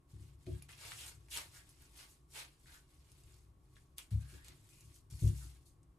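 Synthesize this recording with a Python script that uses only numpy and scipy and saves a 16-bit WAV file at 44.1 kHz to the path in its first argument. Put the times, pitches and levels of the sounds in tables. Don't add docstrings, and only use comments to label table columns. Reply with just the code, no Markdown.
import sys
import numpy as np
from scipy import signal
from scipy.fft import rfft, irfft, next_fast_len
from scipy.io import wavfile

SR = 44100
rng = np.random.default_rng(int(sys.argv[2]) if len(sys.argv) > 2 else 0)


def to_wav(s):
    ch = np.atleast_2d(s).T
    pcm = np.round(np.clip(ch, -1, 1) * 32767)
    wavfile.write(sys.argv[1], SR, pcm.astype(np.int16))


N = 264046
T = np.arange(N) / SR
FFT_SIZE = next_fast_len(N, real=True)
HZ = np.fft.rfftfreq(FFT_SIZE, 1 / SR)


def gain_of(db):
    return 10 ** (np.asarray(db) / 20)


def unit_rms(x):
    return x / np.sqrt(np.mean(x ** 2) + 1e-20)


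def lookup(table, hz, column=1):
    columns = np.transpose(table)
    return np.interp(np.log(hz + 1), np.log(columns[0] + 1), columns[column])


def coloured(x, spectrum):
    return unit_rms(irfft(rfft(x, FFT_SIZE) * gain_of(lookup(spectrum, HZ)), FFT_SIZE)[..., :N])


def drift(rate_hz):
    return unit_rms(signal.sosfilt(signal.butter(2, rate_hz, fs=SR, output="sos"), rng.standard_normal(N)))


def add(mix, s, sound):
    part = mix[max(round(s * SR), 0):][:len(sound)]
    part += sound[:len(part)]


def resonate(x, hz, width_hz):
    turn = np.exp(2j * np.pi * np.cumsum(hz * np.ones(len(x))) / SR)
    pole = np.exp(-np.pi * width_hz / SR)
    return 2 * (turn * signal.lfilter([1 - pole], [1, -pole], x / turn)).real


def highpass(x, edge_hz):
    return signal.sosfilt(signal.butter(4, edge_hz, "highpass", fs=SR, output="sos"), x)


def gesture(start, rise_s, hold_s, release_db_per_s):
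    build = np.sin(np.pi / 2 * np.clip((T - start) / rise_s, 0, 1)) ** 2
    return build * gain_of(-release_db_per_s * np.maximum(T - start - rise_s - hold_s, 0))


def slips(per_s, spread_db, clump_db, largest=4):
    size = gain_of(spread_db * np.minimum(rng.exponential(1, N), largest) + clump_db * drift(rate_hz=91))
    return unit_rms(size * rng.choice([-1, 1], N) * (rng.random(N) < per_s / SR))


# f/Hz, level/dB
RUMBLE_SPECTRUM = [(20, -15), (45, -1), (70, 3.5), (95, -20.5), (130, -1), (210, -21.5), (300, -12.5),
                   (370, -15), (480, -27), (800, -28.5), (1080, -29.5), (1500, -36), (5000, -43.5),
                   (14000, -43.5)]
def background(rumble_db=-66, whine_db=-87, whine_hz=1110, apart_hz=450):
    common, own = rng.standard_normal(FFT_SIZE), rng.standard_normal((2, FFT_SIZE))
    apart = HZ / (HZ + apart_hz)
    air = irfft(rfft(common) * np.sqrt(1 - apart ** 2) + rfft(own) * apart, FFT_SIZE)
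    whine = np.array([unit_rms(resonate(side[:N], whine_hz, width_hz=32)) for side in own])
    return gain_of(rumble_db) * coloured(air, RUMBLE_SPECTRUM) + gain_of(whine_db) * whine


# f/Hz, level/dB, T60/s
LOW_MODES = [(61.76, -16.5, 0.85), (69.4, 2.5, 0.19), (105.67, 2, 0.19), (125, 1.5, 0.1), (136.9, -15, 0.6),
             (167.5, -16, 0.29), (264.4, -38.5, 0.61), (279.8, -11.5, 0.166), (358, -19.5, 0.07),
             (355.8, -10, 0.14), (515, -38, 0.3), (653, -16.5, 0.092)]
def boom(swell_cycles=1.0):
    t = np.arange(SR) / SR
    hz, db, t60 = np.transpose(LOW_MODES)[:, :, None]
    swell = 1 - np.exp(-t * hz / swell_cycles)
    ring = (gain_of(db - 60 * t / t60) * np.sin(2 * np.pi * hz * t) * swell).sum(0)
    contacts = bumps() + landings()
    sound = thumps(contacts, ring) + slaps(contacts) + dragging(ring)
    return highpass(sound, edge_hz=55.4)


# t/s, hold/s, level/dB
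ROLL_DRAGS = [(0.0, 1.2, -62.5), (2.95, 0.31, -63.5), (4.1, 1.3, -66.5)]
def dragging(ring):
    pressure = sum(gain_of(db) * gesture(s, 0.27, hold, release_db_per_s=30) for s, hold, db in ROLL_DRAGS)
    return unit_rms(signal.oaconvolve(drift(rate_hz=114), ring)[:N]) * pressure


# t/s, hold/s, crinkle level/dB
HAND_GRIPS = [(0.061, 0.19, -78.5), (0.364, 0.9, -80), (1.39, 0.7, -75), (2.473, 0.61, -78),
              (2.99, .35, -76.5), (3.574, 0.26, -85), (4.102, 0.41, -71.5), (4.573, 0.31, -77),
              (5.26, 0.23, -68.5)]
def grips(rise_s=0.047, flutter_db=2.5, scrape_db=-2):
    flutter = gain_of(flutter_db * drift(rate_hz=13))
    return [(gesture(s, rise_s, hold, release_db_per_s=134) * gain_of(db) * flutter, scrape_db)
            for s, hold, db in HAND_GRIPS]


# f/Hz, level/dB
CRINKLE_SPECTRUM = [(300, -32), (1000, -24.5), (2500, -15), (4200, -3), (6000, 0.5), (8000, 2.5),
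                    (10500, 2), (13500, 0), (15500, -7.5)]
def crinkle(ping_share=0.68, decay_cycles=3.2, facets=60):
    fizz = slips(per_s=8000, spread_db=4.5, clump_db=1.64, largest=1.94)
    pings, t = np.zeros(N), np.arange(SR // 150) / SR
    for hz in np.linspace(2200, 14000, facets):
        ping = np.sin(2 * np.pi * hz * t) * np.exp(-t * hz / decay_cycles)
        for when, weakness in rng.random((70, 2)):
            add(pings, when * N / SR, ping / (weakness + 0.065) ** 0.49)
    return coloured(fizz + ping_share * unit_rms(pings), CRINKLE_SPECTRUM)


# f/Hz, level/dB
SCRAPE_SPECTRUM = [(150, -23.5), (450, -7.5), (850, -3.5), (1400, -4.5), (2300, -1.5), (3300, -1.5),
                   (5000, -4), (8000, -23.5), (15000, -26.5)]
def scrape():
    return coloured(slips(per_s=3500, spread_db=4.0, clump_db=3.5, largest=1.67), SCRAPE_SPECTRUM)


def wrap():
    moves = strokes() + grips()
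    crinkling = np.sqrt(sum(envelope ** 2 for envelope, _ in moves))
    scraping = np.sqrt(sum((envelope * gain_of(db)) ** 2 for envelope, db in moves))
    return gain_of(0.46) * crinkle() * crinkling + gain_of(-2.17) * scrape() * scraping


# t/s, level/dB, contact/ms, lead of the end/s, end re body/dB
ROLL_LANDINGS = [(0.192, -41, 4.4, 0.06, -1.5), (0.5043, -33, 3.94, 0.0122, -8),
                 (4.1249, -22, 6.15, 0.01025, -6), (5.239, -19, 4.55, 0.019, -4)]
def landings(rebound_s=0.029, rebound_db=-10):
    contacts = []
    for s, db, ms, lead_s, end_db in ROLL_LANDINGS:
        end = (s - lead_s, db + end_db, ms * 0.82)
        rebound = (s + rebound_s, db + rebound_db, ms * 0.86)
        contacts += [end, (s, db, ms), rebound]
    return contacts


def thumps(contacts, ring):
    force, t = np.zeros(N), np.arange(-SR // 100, SR // 100) / SR
    for s, db, contact_ms in contacts:
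        push = np.exp(-8 * (1000 * t / contact_ms) ** 2)
        add(force, s + t[0], gain_of(db) * push / push.sum())
    return signal.oaconvolve(force, ring)[:N]


def slaps(contacts, level_db=-7, hz=405, rise_s=0.0036):
    out, age = np.zeros(N), np.arange(SR // 10) / SR / rise_s
    for s, db, contact_ms in contacts:
        burst = rng.standard_normal(len(age)) * age * np.exp(1 - age)
        add(out, s, gain_of(db) * burst / (1 + (contact_ms / 3) ** 4))
    band = signal.butter(5, [hz / 1.5, hz * 1.5], "bandpass", fs=SR, output="sos")
    return gain_of(level_db) * signal.sosfilt(band, out)


# t/s, rise/s, hold/s, crinkle level/dB, scrape re crinkle/dB
HAND_STROKES = [(0.183, 0.046, 0.021, -74, -7), (0.455, 0.0085, .12, -70.5, 1),
                (0.683, 0.0063, 0.041, -64, 0.5), (0.733, 0.12, 0.074, -56.5, 2.5),
                (0.908, 0.086, 0.093, -55, -2), (1.284, 0.062, 0.012, -46.5, -13),
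                (1.348, 0.028, 0.0049, -49, 2), (1.484, 0.087, 0.0059, -61, -2.5),
                (1.686, 0.01, 0.016, -69, -10), (1.771, 0.042, 0.03, -70, -1),
                (1.926, 0.063, 0.038, -60.5, 0.5), (2.067, 0.035, 0.017, -66.5, -12),
                (2.266, 0.12, 0.0032, -58.5, -7), (2.317, 0.061, 0.023, -53.5, 3.5),
                (2.659, 0.013, 0.049, -68.5, -1), (2.697, 0.034, 0.023, -64.5, -4),
                (3.235, 0.038, 0.087, -76.5, -10), (3.685, 0.074, 0.055, -77, -4),
                (3.96, 0.029, 0.009, -59.5, -5), (4.104, 0.0057, 0.0073, -65, 0.5),
                (4.265, 0.032, 0.076, -69.5, 1.5), (4.43, 0.048, 0.012, -70, 7),
                (4.682, .015, .16, -69.5, -12), (4.908, 0.046, 0.01, -66.5, -17),
                (5.097, 0.007, 0.09, -64.5, -8.5), (5.139, 0.098, 0.054, -57.5, -8.5),
                (5.321, 0.056, 0.073, -61.5, -17), (5.64, 0.029, 0.01, -70, -29)]
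def strokes():
    return [(gesture(s, rise, hold, release_db_per_s=250) * gain_of(db), scrape_db)
            for s, rise, hold, db, scrape_db in HAND_STROKES]


# t/s, level/dB, f/Hz, ping re crack/dB
CREASE_SNAPS = [(0.466, -56, 2310, 6), (.621, -61.5, 2420, 10), (.624, -50.5, 10500, 10),
                (0.692, -51.5, 1720, 5.5), (.919, -40, 1330, -5), (1.285, -56.5, 3120, -24),
                (1.367, -48, 3900, -13), (1.373, -28.5, 3800, -10), (1.382, -48, 1300, 9),
                (1.692, -57, 9600, 8.5), (1.82, -54, 9500, -23), (2.659, -61, 1770, 6),
                (3.118, -53.5, 9500, -2), (3.236, -57.5, 6400, -11), (3.342, -58.5, 6500, 0),
                (3.758, -68, 3720, 10), (3.767, -62, 1760, 11.5), (3.982, -35, 7450, -42),
                (3.989, -44, 2430, -0.5), (4.446, -50, 7000, -13), (4.483, -47, 8160, -16),
                (4.69, -57.5, 7300, -3), (4.808, -55, 7040, 1), (4.961, -53.5, 8100, -7),
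                (5.11, -51, 7200, -3), (5.276, -43, 8000, -20), (5.831, -67, 8370, 5)]
def snaps(crack_s=0.00047, ping_s=0.0011, level_db=-1, spread_octaves=1.75):
    out, t = np.zeros(N), np.arange(1024) / SR
    bin_hz = np.fft.rfftfreq(len(t), 1 / SR) + 1
    for s, db, hz, ping_db in CREASE_SNAPS:
        colour = 1 / np.hypot(1, np.log2(bin_hz / hz) / spread_octaves) ** 2
        noise = unit_rms(irfft(rfft(rng.standard_normal(len(t))) * colour))
        crack = noise * (t / crack_s) * np.exp(1 - t / crack_s)
        ping = gain_of(ping_db) * np.sin(2 * np.pi * hz * t) * np.exp(-t / ping_s)
        add(out, s, gain_of(db + level_db) * (crack + ping))
    return out


# t/s, level/dB, contact/ms
SINGLE_BUMPS = [(0.4673, -39.5, 0.72), (0.4782, -40, 2.1), (4.3245, -46.5, 2.2), (4.4868, -51, 2.7),
                (4.8497, -48.5, 4), (5.121, -34.5, 5.2), (5.2473, -40.5, 1.9), (5.4381, -45, 3.9)]
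def bumps():
    return list(SINGLE_BUMPS)


# t/s, duration/s, first f/Hz, last f/Hz, level/dB
SKIN_RUBS = [(0.685, 0.028, 1690, 1700, -64), (0.724, 0.014, 2330, 3100, -58.5),
             (0.965, 0.091, 2860, 3220, -58), (1.303, 0.085, 3600, 1890, -50),
             (1.527, 0.11, 1640, 1800, -70), (2.341, 0.1, 2580, 2030, -60.5),
             (2.646, 0.16, 1690, 1500, -69.5), (3.978, 0.046, 2340, 2580, -64.5),
             (4.15, 0.38, 1520, 1800, -75.5), (4.66, 0.21, 2160, 2740, -78.5),
             (5.401, 0.059, 1310, 1304, -71)]
def rubs(width_share=0.47):
    out, drive = np.zeros(N), slips(per_s=3000, spread_db=1.5, clump_db=0.5)
    for s, duration, first_hz, last_hz, db in SKIN_RUBS:
        stroke = drive[round(s * SR):][:round(duration * SR)]
        hz = np.linspace(first_hz, last_hz, len(stroke))
        width_hz = width_share * first_hz * (0.086 / duration) ** 0.36
        band = resonate(resonate(stroke, hz, width_hz), hz, width_hz)
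        add(out, s, gain_of(db) * unit_rms(band) * signal.windows.tukey(len(stroke), .5))
    return out


# f/Hz, T60/s
KITCHEN_DECAY = [(300, 0.39), (1300, 0.34), (3500, 0.21), (9000, 0.06), (15000, 0.1)]
def reflections(early_db=13.0, early_s=0.031):
    t = np.arange(SR * 2 // 5) / SR
    echoes = rng.choice([-1, 1], (2, len(t))) * (rng.random((2, len(t))) < .2) * (t > .001)
    early_boost = 1 + gain_of(early_db) * np.exp(-t / early_s)
    hz, age, spectra = signal.stft(echoes * early_boost, SR, nperseg=256)
    decay = gain_of(-60 * age / lookup(KITCHEN_DECAY, hz)[:, None])
    tail = signal.istft(spectra * decay, SR, nperseg=256)[1]
    return tail / np.linalg.norm(tail, axis=1, keepdims=True)


def kitchen(x, responses=4, cycle_hz=4):
    out = np.zeros((2, N))
    for k in range(responses):
        share = np.maximum(np.cos(2 * np.pi * (cycle_hz * T + k / responses)), 0)
        out += signal.oaconvolve((x * share)[None], reflections(), axes=1)[:, :N]
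    return out


def scene(correlation=0.27):
    left, independent = wrap() + rubs(), wrap() + rubs()
    right = correlation * left + np.sqrt(1 - correlation ** 2) * independent
    creases, booming = snaps(), boom()
    film = np.array([left, right]) + creases
    rustle = gain_of(-1.5) * film + gain_of(-2) * kitchen(left + creases)
    bass = booming * gain_of([[1.4], [-1.4]]) + gain_of(3.5) * kitchen(highpass(booming, edge_hz=260))
    return rustle + bass + background() * gain_of([[.5], [-.5]])


# f/Hz, share common to both sides (0-1), phase of the right/rad
MICROPHONE_PAIR = [(5000, 0, 0), (6500, .3, 0), (8200, 1, 0), (9500, 1, 0), (10800, .7, -1),
                   (12300, .65, -1.6), (13500, .8, -2.5), (14700, 1, -3.14)]
def record(dry, edge_hz=15600):
    left, right = rfft(dry, FFT_SIZE)
    common = lookup(MICROPHONE_PAIR, HZ)
    right = (common * left + (1 - common) * right) / np.sqrt(1 - common * (1 - common))
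    right *= np.exp(1j * lookup(MICROPHONE_PAIR, HZ, column=2))
    both = irfft(np.array([left, right]), FFT_SIZE)[:, :N]
    lowpass = signal.firwin(401, edge_hz, window=("kaiser", 9), fs=SR)
    return signal.oaconvolve(both, lowpass[None], "same")


dry = scene()
out = record(dry)
to_wav(out)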